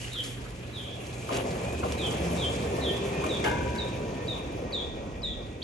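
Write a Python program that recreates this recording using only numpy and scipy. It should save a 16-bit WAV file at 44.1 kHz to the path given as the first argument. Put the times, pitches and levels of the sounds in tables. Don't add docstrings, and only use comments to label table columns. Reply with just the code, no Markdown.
import sys
import numpy as np
from scipy import signal
from scipy.io import wavfile

SR = 44100
rng = np.random.default_rng(int(sys.argv[2]) if len(sys.argv) > 2 else 0)


def to_wav(sig):
    pcm = np.clip(np.atleast_2d(sig), -1, 1) * 32767
    pcm = np.round(pcm).astype(np.int16)
    wavfile.write(sys.argv[1], SR, pcm.T)


N = 248283
T = np.arange(N) / SR


def from_db(db):
    return 10 ** (np.asarray(db) / 20)


def rms_one(x):
    return x / np.sqrt(np.mean(x ** 2) + 1e-20)


def curve(rows):
    s, values = np.transpose(rows)
    return np.interp(T, s, values)


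def swell_db(peak_s, level_db, rise_db_per_s, fall_db_per_s):
    return level_db - np.maximum(rise_db_per_s * (peak_s - T), fall_db_per_s * (T - peak_s))


def at_hz(points, hz):
    table_hz, values = np.transpose(points)
    return np.interp(np.log(hz), np.log(table_hz), values)


def add(out, s, sound):
    i = max(round(s * SR), 0)
    out[..., i:i + sound.shape[-1]] += sound[..., :max(N - i, 0)]


def drift(rate_hz):
    step, settle = 40, 2000
    r = np.exp(-2 * np.pi * step * rate_hz / SR)
    noise = rng.standard_normal(N // step + settle + 2)
    slow = signal.lfilter([1], [1, -2 * r, r * r], noise)[settle:]
    return np.interp(np.arange(N) / step, np.arange(len(slow)), rms_one(slow))


def unsteady(depth, rate_hz):
    return (1 + depth * (drift(rate_hz) + 1j * drift(rate_hz))) / np.sqrt(1 + 2 * depth ** 2)


def resonance(x, hz, width_hz):
    r = np.exp(-np.pi * width_hz / SR)
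    zeros = np.array([1, 0, -1]) * (1 - r * r) / 2
    poles = [1, -2 * r * np.cos(2 * np.pi * hz / SR), r * r]
    return signal.lfilter(zeros, poles, x + 1e-18)


def bandpass(x, order, low_hz, high_hz):
    return signal.sosfilt(signal.butter(order, [low_hz, high_hz], "band", fs=SR, output="sos"), x)


# frequency in Hz, likeness 0-1.
LIKENESS = [(60, 1), (200, 1), (380, 1), (600, 0.87), (1200, 0.082), (2500, 0.16), (4500, 0.016), (7000, 1),
            (11000, 1)]


def banded_noise(spectrum, patchy_db):
    out, edges_hz = 0, 25 * 2 ** np.arange(0, 9.6, .5)
    white = rng.standard_normal((2, 2, N))
    for k, (low, high) in enumerate(zip(edges_hz, edges_hz[1:])):
        hz = np.sqrt(low * high)
        if high < spectrum[0][0] or low > spectrum[-1][0]:
            continue
        mid, side = bandpass(white[k % 2], 2, low, high)
        alike = np.clip(at_hz(LIKENESS, hz), 0, 1)
        stereo = np.sqrt(1 + alike) * mid + np.sqrt(1 - alike) * np.array([side, -side])
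        out = out + from_db(at_hz(spectrum, hz) + patchy_db * drift(12.4)) * stereo
    return rms_one(out)


def tone(hz, level_db, wobble, flutter_db):
    phase = 2 * np.pi * np.cumsum(hz * (1 + wobble * drift(10.6))) / SR
    return from_db(level_db) * rms_one(np.sin(phase) * from_db(flutter_db * drift(28)))


def scatter(x, t60, wet_db):
    t = T[:SR]
    tail = rng.standard_normal((2, SR)) * from_db(-60 * t / t60) * np.minimum(t / 0.0031, 1)
    return from_db(wet_db) * signal.fftconvolve(x[None], rms_one(tail) / np.sqrt(SR), axes=1)[:, :N]


def voice_phase(hz, roughness):
    return 2 * np.pi * np.cumsum(hz * (1 + roughness * drift(250)[:len(hz)])) / SR


# time in seconds, level in dB.
LOAD_DB = [(0.0, -49.5), (0.82, -45.5), (1.35, -41.5), (1.5, -34), (1.8, -36.5), (2.16, -33), (2.7, -33.5),
           (3.1, -34), (3.51, -33), (3.75, -37), (4.5, -38.5), (5.63, -45)]


def loaded_db(full_load_level_db, db_per_db, full_load_db=-34):
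    return full_load_level_db + db_per_db * (curve(LOAD_DB) - full_load_db)


# time in seconds, level in dB.
WHINE_DB = [(2.2, -68), (2.55, -62), (2.75, -52.5), (3.25, -52.5), (3.6, -61), (4.0, -59.5), (4.17, -54.5),
            (4.45, -62), (4.58, -64), (4.72, -59), (5.3, -60.5), (5.63, -66.5)]


def motor_whine(hz, wobble=.004, fading=.4, fades_hz=16, throb_db=3.2, throbs_per_s=9):
    phase = 2 * np.pi * np.cumsum(hz * (1 + wobble * drift(9.3))) / SR
    throb = from_db(throb_db * np.sin(2 * np.pi * throbs_per_s * T + 2 * drift(3)))
    whine = throb * np.imag(unsteady(fading, fades_hz) * np.exp(1j * phase))
    return from_db(curve(WHINE_DB)) * rms_one(whine)


# frequency in Hz, width in Hz, gain in dB.
HOUSING = [(2303, 260, -3), (2450, 140, 2), (2607, 100, 1), (3440, 620, -10), (6390, 860, -15.5)]
# time in seconds, level in dB.
RASP_DB = [(0, -68), (1.2, -53), (1.6, -51.5), (1.9, -52), (2.15, -48.5), (2.6, -48.5), (2.85, -51),
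           (3.25, -47), (3.9, -50.5), (4.5, -54), (5.63, -60)]


def gear_rasp(contacts_per_s=1500):
    contacts = (rng.random(N) < contacts_per_s / SR) * rng.standard_normal(N)
    teeth = np.zeros(N)
    for k, (hz, width_hz, gain_db) in enumerate(HOUSING):
        teeth += (-1) ** k * from_db(gain_db) * resonance(contacts, hz, width_hz)
    return from_db(curve(RASP_DB)) * rms_one(teeth)


# time in seconds, pitch in Hz.
SPEED_HZ = [(0, 1680), (2.1, 1755), (2.75, 1805), (3.15, 1845), (3.4, 1825), (4.0, 1825), (4.5, 1850),
            (4.75, 1880), (5.63, 1925)]
# frequency in Hz, relative density in dB.
DRONE_COLOUR = [(100, -1), (180, 1.5), (260, -1), (380, 1), (520, 1.5), (700, -6.5), (950, -9.5),
                (1300, -21.5), (1800, -16), (3000, -37), (5000, -22.5), (12000, -121)]
HISS_COLOUR = [(500, 7.5), (1200, -3), (2000, 9), (3300, 10), (4600, -5), (6500, 11.5), (8500, -0.5),
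               (11000, 3), (12500, -3)]
# time in seconds, level in dB.
HISS_DB = [(0.0, -47), (0.12, -48), (0.55, -57.5), (1.19, -53), (1.49, -49.5), (1.83, -51), (2.13, -46.5),
           (2.82, -49.5), (3.45, -51), (3.67, -53.5), (5.03, -66.5), (5.63, -63.5)]


def winch(whine_per_mesh=4.61, hiss_lift_db=5.0):
    whine_hz = curve(SPEED_HZ)
    drone = from_db(loaded_db(-32, db_per_db=1.0)) * banded_noise(DRONE_COLOUR, patchy_db=1.71)
    rasp = gear_rasp()
    mesh_db = swell_db(peak_s=3, level_db=-37, rise_db_per_s=14, fall_db_per_s=21)
    mesh = tone(whine_hz / whine_per_mesh, mesh_db, wobble=0.00816, flutter_db=-2.0)
    hiss_db = curve(HISS_DB) + hiss_lift_db + 1.37 * drift(57)
    hiss = from_db(hiss_db) * banded_noise(HISS_COLOUR, patchy_db=2.0)
    gears = drone * from_db([[-.4], [.4]]) + rasp + scatter(rasp, t60=0.27, wet_db=2.0) + mesh
    return gears + motor_whine(whine_hz) + hiss


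# time in seconds, level in dB.
BOOM_DB = [(1.2, -62), (1.55, -49), (1.7, -39), (2.4, -40), (2.85, -40.5), (3.15, -50), (3.4, -43.5),
           (3.55, -39), (3.75, -37.5), (3.95, -65), (4.6, -64)]
# frequency in Hz, relative density in dB.
RUMBLE_COLOUR = [(25, -29), (36, -31), (48, -2), (70, 4.5), (100, 0), (160, -3), (230, -2.5), (400, -12.5),
                 (900, -79)]


def truck(hum_hz=120.6, hum_db=-43.5, turn_away_s=4, hum_fade_db_per_s=13, boom_hz=73.44,
          shudder_db=-33, shudder_rise_s=0.12, shudder_fall_db_per_s=14):
    fading_db = hum_db - hum_fade_db_per_s * np.maximum(T - turn_away_s, 0)
    hum = tone(hum_hz, fading_db, wobble=0.008, flutter_db=1.3)
    boom = tone(boom_hz, curve(BOOM_DB), wobble=0.018, flutter_db=3.0)
    since = T - BLOWS[0][0]
    shudder = np.clip(since / shudder_rise_s, 0, 1) * from_db(shudder_db - shudder_fall_db_per_s * since)
    rumble = from_db(loaded_db(-40.5, db_per_db=0.26))
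    deck = np.hypot(rumble, shudder) * banded_noise(RUMBLE_COLOUR, patchy_db=1.5)
    return (hum + boom + deck) * from_db([[-1], [1]])


# frequency in Hz, relative density in dB.
GRIND_COLOUR = [(100, -17), (250, 5), (620, 2.5), (950, 1), (1700, -10), (2700, -2.5), (4500, -40),
                (9000, -26), (12000, -10)]


def grinding(strokes, attack=0.32):
    pressure = np.zeros(N)
    for s, level_db, length_s in strokes:
        pressure += from_db(level_db) * np.interp((T - s) / length_s, [0, attack, .7, 1.2], [0, 1, .8, 0])
    chatter = from_db(2.2 * drift(70))
    return pressure * chatter * banded_noise(GRIND_COLOUR, patchy_db=1)


# start in seconds, knock level in dB, grinding level in dB,
# nominal grinding length in seconds.
SLIPS = [(1.291, -29, -30.5, 0.135), (1.832, -25, -43, .085), (3.239, -27, -38, 0.05)]
# frequency in Hz, relative level in dB, t60 in seconds.
DRUM = [(480, -5, .11), (610, -5, .11), (780, -6.5, .1), (930, -3, .08), (1060, -1.5, .065),
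        (1200, -2.5, .055), (1370, -5, .04), (2100, -18, .04), (2800, -17, .04)]


def cable(dispersion_s=0.04, prompt_hz=1200, roughness=.35):
    knocks, t = np.zeros(N), T[:SR // 3]
    for s, knock_db, _, _ in SLIPS:
        for hz, mode_db, t60 in DRUM:
            late_s = dispersion_s * max(np.sqrt(prompt_hz / hz) - 1, 0)
            ring = np.imag(unsteady(roughness, 44)[:len(t)] * np.exp(2j * np.pi * hz * t))
            add(knocks, s + late_s, from_db(knock_db + mode_db - 60 * t / t60) * ring)
    strokes = [(s, grind_db, length_s) for s, _, grind_db, length_s in SLIPS]
    return knocks + scatter(knocks, t60=0.28, wet_db=-6.5) + grinding(strokes)


# start in seconds, level in dB.
JOLTS = [(1.316, -28), (1.341, -29.5), (1.375, -29.5), (1.451, -34), (1.47, -31.5), (1.53, -37)]
# nominal frequency in Hz, relative level in dB.
DECK = [(260, 1), (400, 1), (525, -0.5), (670, 1.5)]


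def jolts(t60=0.11, detune_spread=0.043, level_spread_db=2):
    out, t = np.zeros(N), T[:SR // 3]
    for s, jolt_db in JOLTS:
        for hz, mode_db in DECK:
            detune, strength = rng.standard_normal(2)
            mode_hz = hz * (1 + detune_spread * detune)
            ring = from_db(jolt_db + mode_db + level_spread_db * strength - 60 * t / t60)
            add(out, s, ring * np.minimum(t / 0.002, 1) * np.sin(2 * np.pi * mode_hz * t))
    return out + scatter(out, t60=0.14, wet_db=-13.0)


# start in seconds,
# length in seconds, start pitch in Hz, end pitch in Hz, level in dB, roughness 0-1.
WAVERING_TONES = [(0.005, 0.085, 2880, 2850, -47, .75), (.96, 0.17, 2690, 2730, -55.5, .9),
                  (1.63, 0.225, 2440, 2520, -48.5, .25), (1.97, 0.14, 2486, 2560, -47, 0.4),
                  (2.19, 0.23, 172.8, 173.3, -35, .15), (2.949, .3, 2590, 2630, -52, .5),
                  (3.1, 0.24, 2470, 2440, -46.5, 0.2)]


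def squeals_and_calls(quaver=.065, flutter_db=3.5):
    out = np.zeros(N)
    for s, length_s, start_hz, end_hz, level_db, roughness in WAVERING_TONES:
        hz = np.interp(T, [s, s + length_s], [start_hz, end_hz])
        phase = voice_phase(hz, quaver * roughness)
        note = rms_one(np.sin(phase) * from_db(flutter_db * roughness * drift(60)))
        out += from_db(level_db) * note * np.interp((T - s) / length_s, [0, .2, .8, 1], [0, 1, 1, 0])
    return out


# start in seconds, relative level in dB, contact cut-off in Hz.
BLOWS = [(3.441, -34, 7000), (3.4535, -35.5, 3000), (3.4615, -39, 2000), (3.753, -46.5, 6990)]
# frequency in Hz, relative level in dB, t60 in seconds.
RAMP = [(441, -7, 1.2), (625, -10, .8), (707, -8, .4), (845, -6.5, .7), (921, -9, .55), (958, -13, 1.2),
        (971, -10, 3.1), (1120, -15, .3), (1260, -16, .3), (1373, -15, .55), (1482, -5.5, .7),
        (1503, -9, 1.1), (1534, -7.5, 1.15), (1580, -7, .4), (1610, -8.5, 1.15), (1645, -8, .45),
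        (1707, -10.5, .9), (1850, -16, .35), (2110, -11, .6), (2135, -11, .8), (2162, -6, .35),
        (2215, -15, .35), (2370, -15, .6), (2480, -13, .6), (2864, -8.5, .42), (3639, -18, .5)]


def ramp(level_db=4.0, rattle=.75, rattle_settles_s=.25, right_delay_s=.00057):
    out, t = np.zeros((2, N)), T[:2 * SR]
    arrival = T - np.array([[0], [right_delay_s]])
    roughness = rattle * np.exp(-np.maximum(T - BLOWS[0][0], 0) / rattle_settles_s)
    for hz, mode_db, t60 in RAMP:
        energy = np.zeros(N)
        for s, blow_db, soft_hz in BLOWS:
            gain = from_db(level_db + blow_db + mode_db) / np.hypot(1, hz / soft_hz)
            add(energy, s, (gain * from_db(-60 * t / t60)) ** 2)
        out += np.sqrt(energy) * np.imag(unsteady(roughness, 25) * np.exp(2j * np.pi * hz * arrival))
    return out * from_db([[1], [-1]])


def clang(level_db=-17, low_hz=760, high_hz=3000, t60=.26, tilt_db_per_octave=-1, count=36):
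    out, t = np.zeros((2, N)), T[:SR // 2]
    for hz in np.geomspace(low_hz, high_hz, count) * rng.uniform(.98, 1.02, count):
        decay_db = level_db + tilt_db_per_octave * np.log2(hz / low_hz) - 60 * t / t60
        ring = from_db(decay_db) * np.exp(2j * np.pi * hz * t)
        for s, blow_db, soft_hz in BLOWS:
            phases = np.exp(2j * np.pi * rng.random((2, 1)))
            add(out, s, from_db(blow_db) / np.hypot(1, hz / soft_hz) * np.imag(phases * ring))
    return out


def scrape(start_s=3.435, level_db=-30, length_s=0.062):
    return grinding([(start_s, level_db, length_s)])


# start in seconds, level in dB, length in seconds.
CRUNCHES = [(1.31, -43, 0.12), (1.502, -42, 0.032), (1.826, -50, .06), (3.442, -46, 0.12)]


def grit(grains_per_s=700, size_spread_db=4, low_hz=1700, high_hz=9000):
    pressure = np.zeros(N)
    for s, level_db, length_s in CRUNCHES:
        pressure += from_db(level_db) * np.interp((T - s) / length_s, [0, .2, .6, 1], [0, 1, .8, 0])
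    sizes = from_db(size_spread_db * np.minimum(rng.exponential(1, N), 4)) * rng.choice([-1, 1], N)
    cracks = sizes * (rng.random(N) < grains_per_s / SR)
    grains = pressure * rms_one(bandpass(cracks + 1e-18, 2, low_hz, high_hz))
    return grains + scatter(grains, t60=0.13, wet_db=-15.5)


# start in seconds, level in dB, centre in Hz.
CLICKS = [(0.131, -23, 7000), (.2025, -28, 6000), (.5038, -31, 7000), (.8386, -36.5, 3000),
          (1.067, -27, 7500), (1.127, -33, 2000), (1.29, -27, 4500), (1.3285, -24, 4000),
          (1.369, -15.5, 4460), (1.399, -32, 3000), (1.469, -29, 4500), (1.725, -27, 8000),
          (1.921, -16, 3400), (2.11, -28, 3500), (3.2396, -27, 6000), (3.265, -21, 6000),
          (3.751, -27, 3100), (3.759, -23, 2200)]


def clicks(click_t60=0.012, spread=2.7):
    out, t = np.zeros(N), T[:SR // 4]
    bursts = [(s, level_db, click_t60, hz) for s, level_db, hz in CLICKS]
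    bursts.append((.2344, -37, .39, 6500))
    bursts.append((3.44, -29.5, .07, 1500))
    for s, level_db, t60, hz in bursts:
        noise = rng.standard_normal(len(t))
        burst = rms_one(bandpass(noise, 1, hz / spread, min(hz * spread, SR / 3)))
        add(out, s, burst * np.minimum(t / 0.0035, 1) * from_db(level_db - 60 * t / t60))
    return out + scatter(out, t60=0.073, wet_db=-8.0)


def slur(length_s, start_hz, end_hz, peak_s, roughness, glide_s=.051, linger=2.3,
         second_db=-5.0, voice_gap_hz=255, onset_db=-14, ending_db=-7):
    t = T[:int(length_s * SR)]
    phase = voice_phase(end_hz + (start_hz - end_hz) * np.exp(-(t / glide_s) ** linger), roughness)
    swell = from_db(np.interp(t, [0, peak_s, length_s], [onset_db, 0, ending_db]))
    voices = np.sin(phase) + from_db(second_db) * np.sin(phase + 2 * np.pi * voice_gap_hz * t)
    return swell * signal.windows.tukey(len(t), .06) * voices


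def chirp(length_s, start_hz, end_hz, peak_s, ending_db, glide_s=.022, trills_per_s=102, trill_hz=130,
          trill_grows_s=.055, roughness=.024, onset_db=-4, overtone_db=-25):
    t = T[:int(length_s * SR)]
    grown = np.minimum(t / trill_grows_s, 1)
    trill = grown ** 2 * trill_hz * np.sin(2 * np.pi * trills_per_s * t)
    phase = voice_phase(end_hz + (start_hz - end_hz) * np.exp(-t / glide_s) + trill, grown * roughness)
    swell = from_db(np.interp(t, [0, peak_s, length_s], [onset_db, 0, ending_db]))
    voice = np.sin(phase) + from_db(overtone_db) * np.sin(2 * phase)
    return swell * signal.windows.tukey(len(t), .04) * voice


# start in seconds, length in seconds, level in dB, start pitch in Hz,
# end pitch in Hz, loudest after seconds, pitch roughness as a fraction.
SLURS = [(0.117, 0.1, -29, 3825, 3080, 0.091, 0.022), (0.726, 0.13, -38, 3860, 3210, 0.044, 0.033),
         (1.976, 0.12, -30.5, 3854, 3094, 0.077, 0.021), (2.375, 0.118, -29.5, 3730, 3157, 0.066, 0.023),
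         (2.809, .108, -28.5, 3860, 3170, 0.074, 0.027)]
# start in seconds, length in seconds, level in dB, start pitch in Hz,
# end pitch in Hz, loudest after seconds, ending relative to the peak in dB.
CHIRPS = [(3.291, 0.1, -32, 3995, 3480, 0.046, -6.5), (3.784, 0.07, -30.5, 3970, 3594, 0.0067, -13),
          (4.279, 0.099, -30.5, 3917, 3584, 0.003, -12), (4.729, 0.12, -28, 4090, 3460, 0.013, -10.5),
          (5.23, 0.12, -28.5, 4100, 3473, .01, -12.5)]
# start in seconds,
# length in seconds, level in dB, start pitch in Hz, end pitch in Hz, pitch roughness as a fraction.
NOTES = [(0.84, .115, -43, 3230, 3430, .06), (2.925, 0.057, -40, 3480, 3550, .035),
         (3.778, .009, -40, 4550, 4470, .03), (4.272, 0.0076, -44, 4520, 4420, .03),
         (4.721, 0.012, -38, 4620, 4380, .03), (5.217, .009, -47, 5020, 4730, .03),
         (5.616, 0.022, -33.5, 2890, 5360, .03)]
# delay to left ear in seconds, to right ear in seconds, gain in dB.
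ECHOES = [(.006, 0.0063, -5), (.0191, 0.013, -7.5), (.034, .03415, -12), (.0622, 0.098, -17)]


def bird():
    song = np.zeros(N)
    for s, length_s, level_db, *shape in SLURS:
        add(song, s, from_db(level_db) * slur(length_s, *shape))
    for s, length_s, level_db, *shape in CHIRPS:
        add(song, s, from_db(level_db) * chirp(length_s, *shape))
    for s, length_s, level_db, start_hz, end_hz, roughness in NOTES:
        hz = np.linspace(start_hz, end_hz, int(length_s * SR))
        note = signal.windows.tukey(len(hz), .4) * np.sin(voice_phase(hz, roughness))
        add(song, s, from_db(level_db) * note)
    heard = np.array([song, song])
    for left_s, right_s, gain_db in ECHOES:
        heard += from_db(gain_db) * np.array([np.interp(T - delay, T, song) for delay in (left_s, right_s)])
    return heard * from_db([[-1.7], [-.7]]) + scatter(song, t60=.65, wet_db=-4)


# frequency in Hz, relative density in dB.
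RUSTLE_COLOUR = [(1000, -1.5), (1600, 2.5), (2200, 0), (2900, 1.5), (4000, -7.5), (8000, -38)]


def rustle():
    level_db = swell_db(peak_s=0.5, level_db=-49, rise_db_per_s=10, fall_db_per_s=15)
    return from_db(level_db) * banded_noise(RUSTLE_COLOUR, patchy_db=4.0)


def footstep(start_s=3.5, level_db=-31, hz=105, t60=0.5):
    since = np.maximum(T - start_s, 0)
    thump = np.minimum(since / 0.023, 1) * np.sin(2 * np.pi * hz * since)
    return from_db(level_db - 60 * since / t60) * thump


# loudest at seconds, level in dB, rise in dB per second,
# fall in dB per second.
GUSTS = [(.2, -45, 12, 14), (5.33, -41, 8, 53)]


def breeze():
    eddies = bandpass(rng.standard_normal((3, N)), 2, 38, 64)
    gusts = sum(from_db(swell_db(*gust)) for gust in GUSTS)
    return gusts * rms_one(eddies[2] + 0.82 * eddies[:2])


def scene():
    pulling = winch() + truck() + cable() + jolts() + squeals_and_calls()
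    steel = ramp() + clang() + scrape() + grit() + clicks()
    return pulling + steel + bird() + rustle() + footstep() + breeze()


# centre in Hz, width in Hz.
PHASE_TURNS = [(900, 490), (4100, 110), (9150, 4160)]


def record(dry, low_cut_hz=37, high_cut_hz=11450, left_lift=0.52, lift_hz=720, lift_width_hz=600):
    left, right = signal.sosfilt(signal.butter(4, low_cut_hz, "high", fs=SR, output="sos"), dry)
    left = from_db(-0.6) * (left + left_lift * resonance(left, lift_hz, lift_width_hz))
    for hz, width_hz in PHASE_TURNS:
        right = right - 2 * resonance(right, hz, width_hz)
    return signal.sosfilt(signal.ellip(10, .3, 80, high_cut_hz, fs=SR, output="sos"), [left, right])


dry = scene()
out = record(dry)
to_wav(out)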